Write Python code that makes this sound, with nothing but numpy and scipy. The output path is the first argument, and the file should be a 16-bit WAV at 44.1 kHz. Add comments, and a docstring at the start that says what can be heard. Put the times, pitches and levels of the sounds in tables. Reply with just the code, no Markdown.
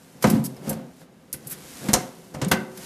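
"""A sheet-metal mailbox is worked onto a wooden post in a garage doorway, a few metres away, in mono.
Over quiet air the rubbed shell starts to rumble; an edge ticks, the metal bangs and the panels flex
and boom. Tight edges creak and tick as the box slides round on the wood with a hiss. Near 1.9 and
2.5 seconds it is knocked home, clanging, and a last slide swells at the end. Every contact rings
the hollow box and leaves a short room tail."""
import sys
import numpy as np
from scipy import signal
from scipy.io import wavfile

SR = 44100
rng = np.random.default_rng(int(sys.argv[2]) if len(sys.argv) > 2 else 0)


def generate_wav(sig):
    """Save sig (samples, or channels by samples) to the path in sys.argv[1] as 16-bit PCM at SR."""
    pcm = np.round(np.clip(np.atleast_2d(sig).T, -1, 1) * 32767).astype(np.int16)
    wavfile.write(sys.argv[1], SR, pcm)


N = 125685
TIME = np.arange(N) / SR
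HIT_TIME = TIME[:SR // 2]
BAND_EDGES = np.geomspace(22, 17000, 24)
BAND_HZ = np.sqrt(BAND_EDGES[1:] * BAND_EDGES[:-1])


def amp(db):
    """Decibels to gain."""
    return 10 ** (np.asarray(db) / 20)


def unit_power(x):
    """Scale to an RMS of one."""
    return x / np.sqrt(np.mean(x ** 2) + 1e-20)


def butter(x, order, hz, kind):
    """A Butterworth filter."""
    return signal.sosfilt(signal.butter(order, hz, kind, fs=SR, output="sos"), x)


def per_band(rows, column=1):
    """One column of a table over frequency, read at the band centres."""
    rows = np.array(rows)
    return np.interp(np.log(BAND_HZ), np.log(rows[:, 0]), rows[:, column])[:, None]


def fader(rows):
    """A level ride as a gain for every sample."""
    return amp(np.interp(TIME, *np.transpose(rows)))


def noise_bands():
    """Adjacent bands of noise, unit power per octave."""
    white = rng.standard_normal((2, N + SR // 2))
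    bands = [unit_power(butter(white[k % 2], 2, BAND_EDGES[k:k + 2], "band")[-N:])
             for k in range(len(BAND_HZ))]
    return np.array(bands) * np.sqrt(np.log2(BAND_EDGES[1] / BAND_EDGES[0]))


def colour(bands, spectrum):
    """Mix the bands at the levels of a spectrum."""
    return np.sum(bands * amp(per_band(spectrum)), axis=0)


def envelope(attack, t60):
    """Linear rise, then an exponential decay; both in seconds."""
    decay = np.exp(-np.log(1000) * np.maximum(HIT_TIME - attack, 0) / t60)
    return np.minimum(HIT_TIME / attack, 1) * decay


def burst(bands, db, shape):
    """Countless modes ringing together: a random stretch of the noise bands under an envelope."""
    i = int(rng.random() * (N - len(HIT_TIME)))
    return np.sum(bands[:, i:i + len(HIT_TIME)] * amp(db) * shape, axis=0)


def add(out, start, sound):
    """Mix a sound in at a start in seconds."""
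    i = int(start * SR)
    out[i:i + len(sound)] += sound[:max(N - i, 0)]


def resonate(x, modes):
    """Parallel resonances driven by x."""
    out = 0
    for hz, db, t60 in modes:
        r = np.exp(-np.log(1000) / (t60 * SR))
        feedback = [1, -2 * r * np.cos(2 * np.pi * hz / SR), r * r]
        out = out + amp(db) * (1 - r * r) / 2 * signal.lfilter([1, 0, -1], feedback, x + 1e-18)
    return out


# The background bed. Each row: frequency in Hz, level in dB per octave.
AIR_SPECTRUM = [(30, -66.5), (120, -66.5), (250, -71), (600, -70), (2000, -69), (6000, -74), (14000, -113)]

def air():
    """Quiet, steady air under the whole scene."""
    return colour(noise_bands(), AIR_SPECTRUM)


# The rumble's level ride. Each row: time in seconds, level in dB.
RUMBLE_RIDE = [(.13, -50.5), (.17, -45.5), (.21, -47.5), (.34, -23.5), (.47, -47), (.61, -41.5), (.69, -30),
               (.8, -38.5), (.9, -47.5), (.99, -56), (1.02, -40), (1.05, -51), (1.3, -52.5), (1.5, -44.5),
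               (1.75, -50), (1.87, -29.5), (2.0, -67), (2.13, -49), (2.31, -47.5), (2.39, -36),
               (2.7, -43.5)]
# Its dark tone. Each row: frequency in Hz, level in dB per octave.
RUMBLE_SPECTRUM = [(60, -54), (130, -9), (210, -2.5), (320, -9), (520, -7), (1000, -15.5), (2500, -21),
                   (6000, -25)]

def shell_rumble(bands):
    """The rubbed shell rumbles as it is pushed about."""
    return fader(RUMBLE_RIDE) * colour(bands, RUMBLE_SPECTRUM)


# The hollow body. Each row: pitch in Hz, gain in dB, 60 dB decay time in seconds.
BOX_MODES = [(132.4, -6, 0.47), (142.8, -8.5, 0.56), (183.6, 0.5, 0.37), (234, -8.5, 0.24),
             (260.5, -1.5, 0.37), (371.3, 8.5, 1.17), (522.3, 2, 0.25), (735, 3.5, 0.59)]

def hollow_box(contacts):
    """The contacts, plus the low modes they ring in the box."""
    return contacts + resonate(contacts, BOX_MODES)


# The slide's level ride. 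Each row: time in seconds, level in dB.
SLIDE_RIDE = [(.205, -56.5), (.235, -34.5), (.37, -45.5), (.42, -53.5), (.62, -57), (.68, -41.5),
              (.79, -64), (.96, -59.5), (1.015, -54), (1.07, -69.5), (1.3, -64), (1.39, -57), (1.50, -48),
              (1.523, -38), (1.56, -48.5), (1.87, -40.5), (2.0, -41.5), (2.1, -51.5), (2.31, -55.5),
              (2.40, -61), (2.56, -50), (2.69, -56.5), (2.85, -39.5)]
# Its bright tone. Each row: frequency in Hz, level in dB per octave.
SLIDE_SPECTRUM = [(500, -17.5), (1500, -9), (3200, -9), (6000, -5.5), (11500, -4), (15000, -9.5)]

def slide_hiss(bands, catches_per_s=210, grit_db=-9.5):
    """Metal slides on wood: a hiss, gritty with small catches."""
    catches = (rng.random(N) < catches_per_s / SR) * rng.uniform(-1, 1, N)
    grit = unit_power(butter(catches + 1e-18, 1, [3000, 12000], "band"))
    return fader(SLIDE_RIDE) * (colour(bands, SLIDE_SPECTRUM) + amp(grit_db) * grit)


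# The shell's modes in Hz: the walls below RIM_FROM_HZ, the stiff rim above.
SHELL_HZ = [705, 926, 1205, 1520, 2040, 2229, 4790, 5120, 5530, 6135, 6611, 7005, 7660, 8350, 8800, 11200,
            12400]
RIM_FROM_HZ = 4500
# A snap's tone before tilting. Each row: frequency in Hz, level in dB per octave.
SNAP_SPECTRUM = [(200, -40), (1500, -13), (3900, -12), (5000, -5), (8000, -6), (11800, 4.5), (15000, -6.5)]

def edge_snap(bands, db, tilt, t60, click_db=19, rim_db=3.5, rim_spread_db=2, rim_t60=0.04):
    """One edge snaps past another: a bare click, a bright burst and a tinny rim, new each time."""
    levels = db + per_band(SNAP_SPECTRUM) + tilt * np.log2(BAND_HZ / 10000)[:, None]
    snap = burst(bands, levels, envelope(attack=0.0013, t60=t60))
    rim = [(hz, rng.normal(rim_db, rim_spread_db), rim_t60) for hz in SHELL_HZ if hz > RIM_FROM_HZ]
    snap += resonate(snap, rim)
    click = butter(signal.unit_impulse(128), 3, 7500, "high")
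    add(snap, 0, amp(db + click_db) * click)
    return snap


# Lone edge snaps. Each row: start in seconds, level in dB, tilt in dB per octave.
TICKS = [(0.225, -26.5, -2.5), (0.2998, -24.5, -0.5), (0.565, -54, -6), (0.6935, -24.5, 5.5),
         (0.728, -39, -3.5), (1.328, -24, 6.5), (1.471, -32.5, 12), (1.498, -37.5, 22), (2.483, -36, -1),
         (2.7735, -40, -1.5)]

def ticks(bands):
    """Tight edges let go, one tick at a time."""
    out = np.zeros(N)
    for start, db, tilt in TICKS:
        add(out, start, edge_snap(bands, db, tilt, t60=0.063))
    return out


# The EQ points of a knock, in Hz.
KNOCK_HZ = [60, 450, 1300, 3200, 7000, 13000]
# Metal on the post. Each row: start and attack in seconds, then dB per octave at each EQ point.
KNOCKS = [(0.241, 0.00067, -25.5, -17.5, -18, -28.5, -25.5, -36),
          (0.269, 0.0023, -49, -35, -38, -33.5, -34.5, -34),
          (0.664, 0.046, -40, -31.5, -40, -51.5, -51, -60),
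          (1.339, 0.00047, -46, -44.5, -54, -44.5, -44, -62),
          (1.886, 0.00041, -38, -29.5, -30, -30.5, -31, -34.5),
          (1.9323, 0.0004, -29, -26, -27.5, -27, -14.5, -15.5),
          (1.937, 0.001, -33.5, -23, -20, -23, -13, -22), (2.337, 0.012, -37, -36, -41.5, -49, -41.5, -48),
          (2.414, 0.004, -35, -27.5, -31, -34.5, -28.5, -40),
          (2.432, 0.016, -58, -35, -40.5, -39, -41, -54), (2.513, 0.0034, -34, -22, -17, -20, -19.5, -19)]
# The ring of the sheet's crowded modes. Each row: frequency in Hz, 60 dB decay time in seconds.
SHEET_DECAY = [(60, 0.19), (450, 0.18), (1300, 0.12), (7000, 0.08), (13000, 0.058)]

def knocks(bands):
    """Hard blows set the whole sheet ringing; the treble dies first."""
    out = np.zeros(N)
    for start, attack, *levels in KNOCKS:
        spectrum = per_band(list(zip(KNOCK_HZ, levels)))
        add(out, start, burst(bands, spectrum, envelope(attack, per_band(SHEET_DECAY))))
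    return out


# The pitched ring of hard contacts. Each row: start in seconds, level in dB, centre pitch in Hz.
CLANGS = [(0.242, -13.5, 650), (0.2425, -22, 2020), (0.695, -34, 650), (1.341, -38, 1800),
          (1.937, -11.5, 6600), (1.941, -23.5, 710), (2.446, -31.5, 8500), (2.517, -15.5, 1330),
          (2.518, -27, 2360)]

def clangs(width_octaves=0.28):
    """Each hard contact rings the shell modes around its pitch; the low ones last longer."""
    out, hz = np.zeros(N), np.array(SHELL_HZ)
    shapes = envelope(attack=0.0014, t60=0.026 * (RIM_FROM_HZ / hz[:, None]) ** 0.23)
    for start, db, centre in CLANGS:
        weights = amp(db) * np.exp(-.5 * (np.log2(hz / centre) / width_octaves) ** 2)
        tones = np.sin(2 * np.pi * (hz[:, None] * HIT_TIME + rng.random((len(hz), 1))))
        add(out, start, weights @ (tones * shapes))
    return out


# The boom of flexing panels. 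Each row: start in seconds, level in dB, pitch in Hz.
THUMPS = [(0.245, -15.5, 125), (0.2467, -9, 223.6), (0.275, -8.5, 214.3), (0.310, -11, 227.3),
          (0.333, -8.5, 221.8), (0.342, -16, 123.5), (0.360, -18, 270.5), (0.390, -19.5, 135.5),
          (0.411, -24.5, 186), (0.671, -24.5, 230), (0.702, -22, 189.4), (0.717, -18.5, 211.7),
          (0.752, -28, 149), (1.457, -33, 132.6), (1.886, -15.5, 211.4), (2.422, -17.5, 135.2),
          (2.464, -16, 184), (2.517, -21, 186), (2.535, -19.5, 216)]

def panel_thumps():
    """A panel gives way and swings for a few cycles, damped by the hands."""
    out, shape = np.zeros(N), envelope(attack=0.004, t60=0.12)
    for start, db, hz in THUMPS:
        add(out, start, amp(db) * np.sin(2 * np.pi * hz * HIT_TIME) * shape)
    return butter(out, 2, 90, "high")  # the thumps carry little deep bass


# Binding edges. Each row: start in seconds, length in seconds, level in dB, tilt in dB per octave.
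CREAKS = [(0.44, .026, -33, 2.5), (1.51, 0.019, -33.5, 11)]

def creaks(bands, first_gap_s=0.0055, gap_shrink=0.9):
    """An edge sticks and slips, the slips coming faster and faster."""
    out = np.zeros(N)
    for start, length, db, tilt in CREAKS:
        gaps = first_gap_s * gap_shrink ** np.arange(12) * rng.uniform(.9, 1.1, 12)
        delays = np.cumsum([0, *gaps])
        for delay in delays[delays < length]:
            add(out, start + delay, edge_snap(bands, db, tilt, t60=0.032))
    return out


# The garage's reverb. Each row: frequency in Hz, level in dB, 60 dB decay time in seconds.
ROOM = [(64, -12, 0.1), (216, -3, 0.4), (700, -10, 0.59), (1800, -7.5, 0.4), (6140, -16, 0.3),
        (13100, -16, 0.13)]

def garage_tail(x, bands, onset_s=0.011):
    """Diffuse reflections, lingering longest in the low mids."""
    tails = bands[:, :len(HIT_TIME)] * envelope(onset_s, per_band(ROOM, column=2))
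    energy = np.sum(tails ** 2, axis=1, keepdims=True)
    tails *= np.sqrt(2 * np.diff(BAND_EDGES)[:, None] / SR / energy)  # unity gain in each band
    return signal.fftconvolve(x, colour(tails, ROOM))[:N]


def scene():
    """Every contact rings the hollow box; room and air surround it, alike in both channels."""
    bands, friction_bands = noise_bands(), noise_bands()
    hits = knocks(bands) + ticks(bands) + clangs() + panel_thumps() + creaks(bands)
    rumble = shell_rumble(friction_bands[:, ::-1])  # reversed noise, unrelated to the hiss
    mailbox = hollow_box(hits + rumble + slide_hiss(friction_bands))
    return np.tile(mailbox + garage_tail(mailbox, bands) + air(), (2, 1))


def record(dry, low_cut_hz=68, ceiling=0.6, cutoff_hz=15200):
    """The microphone thins the deep bass, the loudest peaks are rounded, and the top is cut steeply."""
    thinned = butter(dry, 2, low_cut_hz, "high")
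    softened = butter(thinned, 6, 13900, "low")
    rounded = softened / (1 + (softened / ceiling) ** 6) ** (1 / 6)
    return signal.sosfilt(signal.ellip(8, .3, 80, cutoff_hz, fs=SR, output="sos"), rounded)


dry = scene()
out = record(dry)
generate_wav(out)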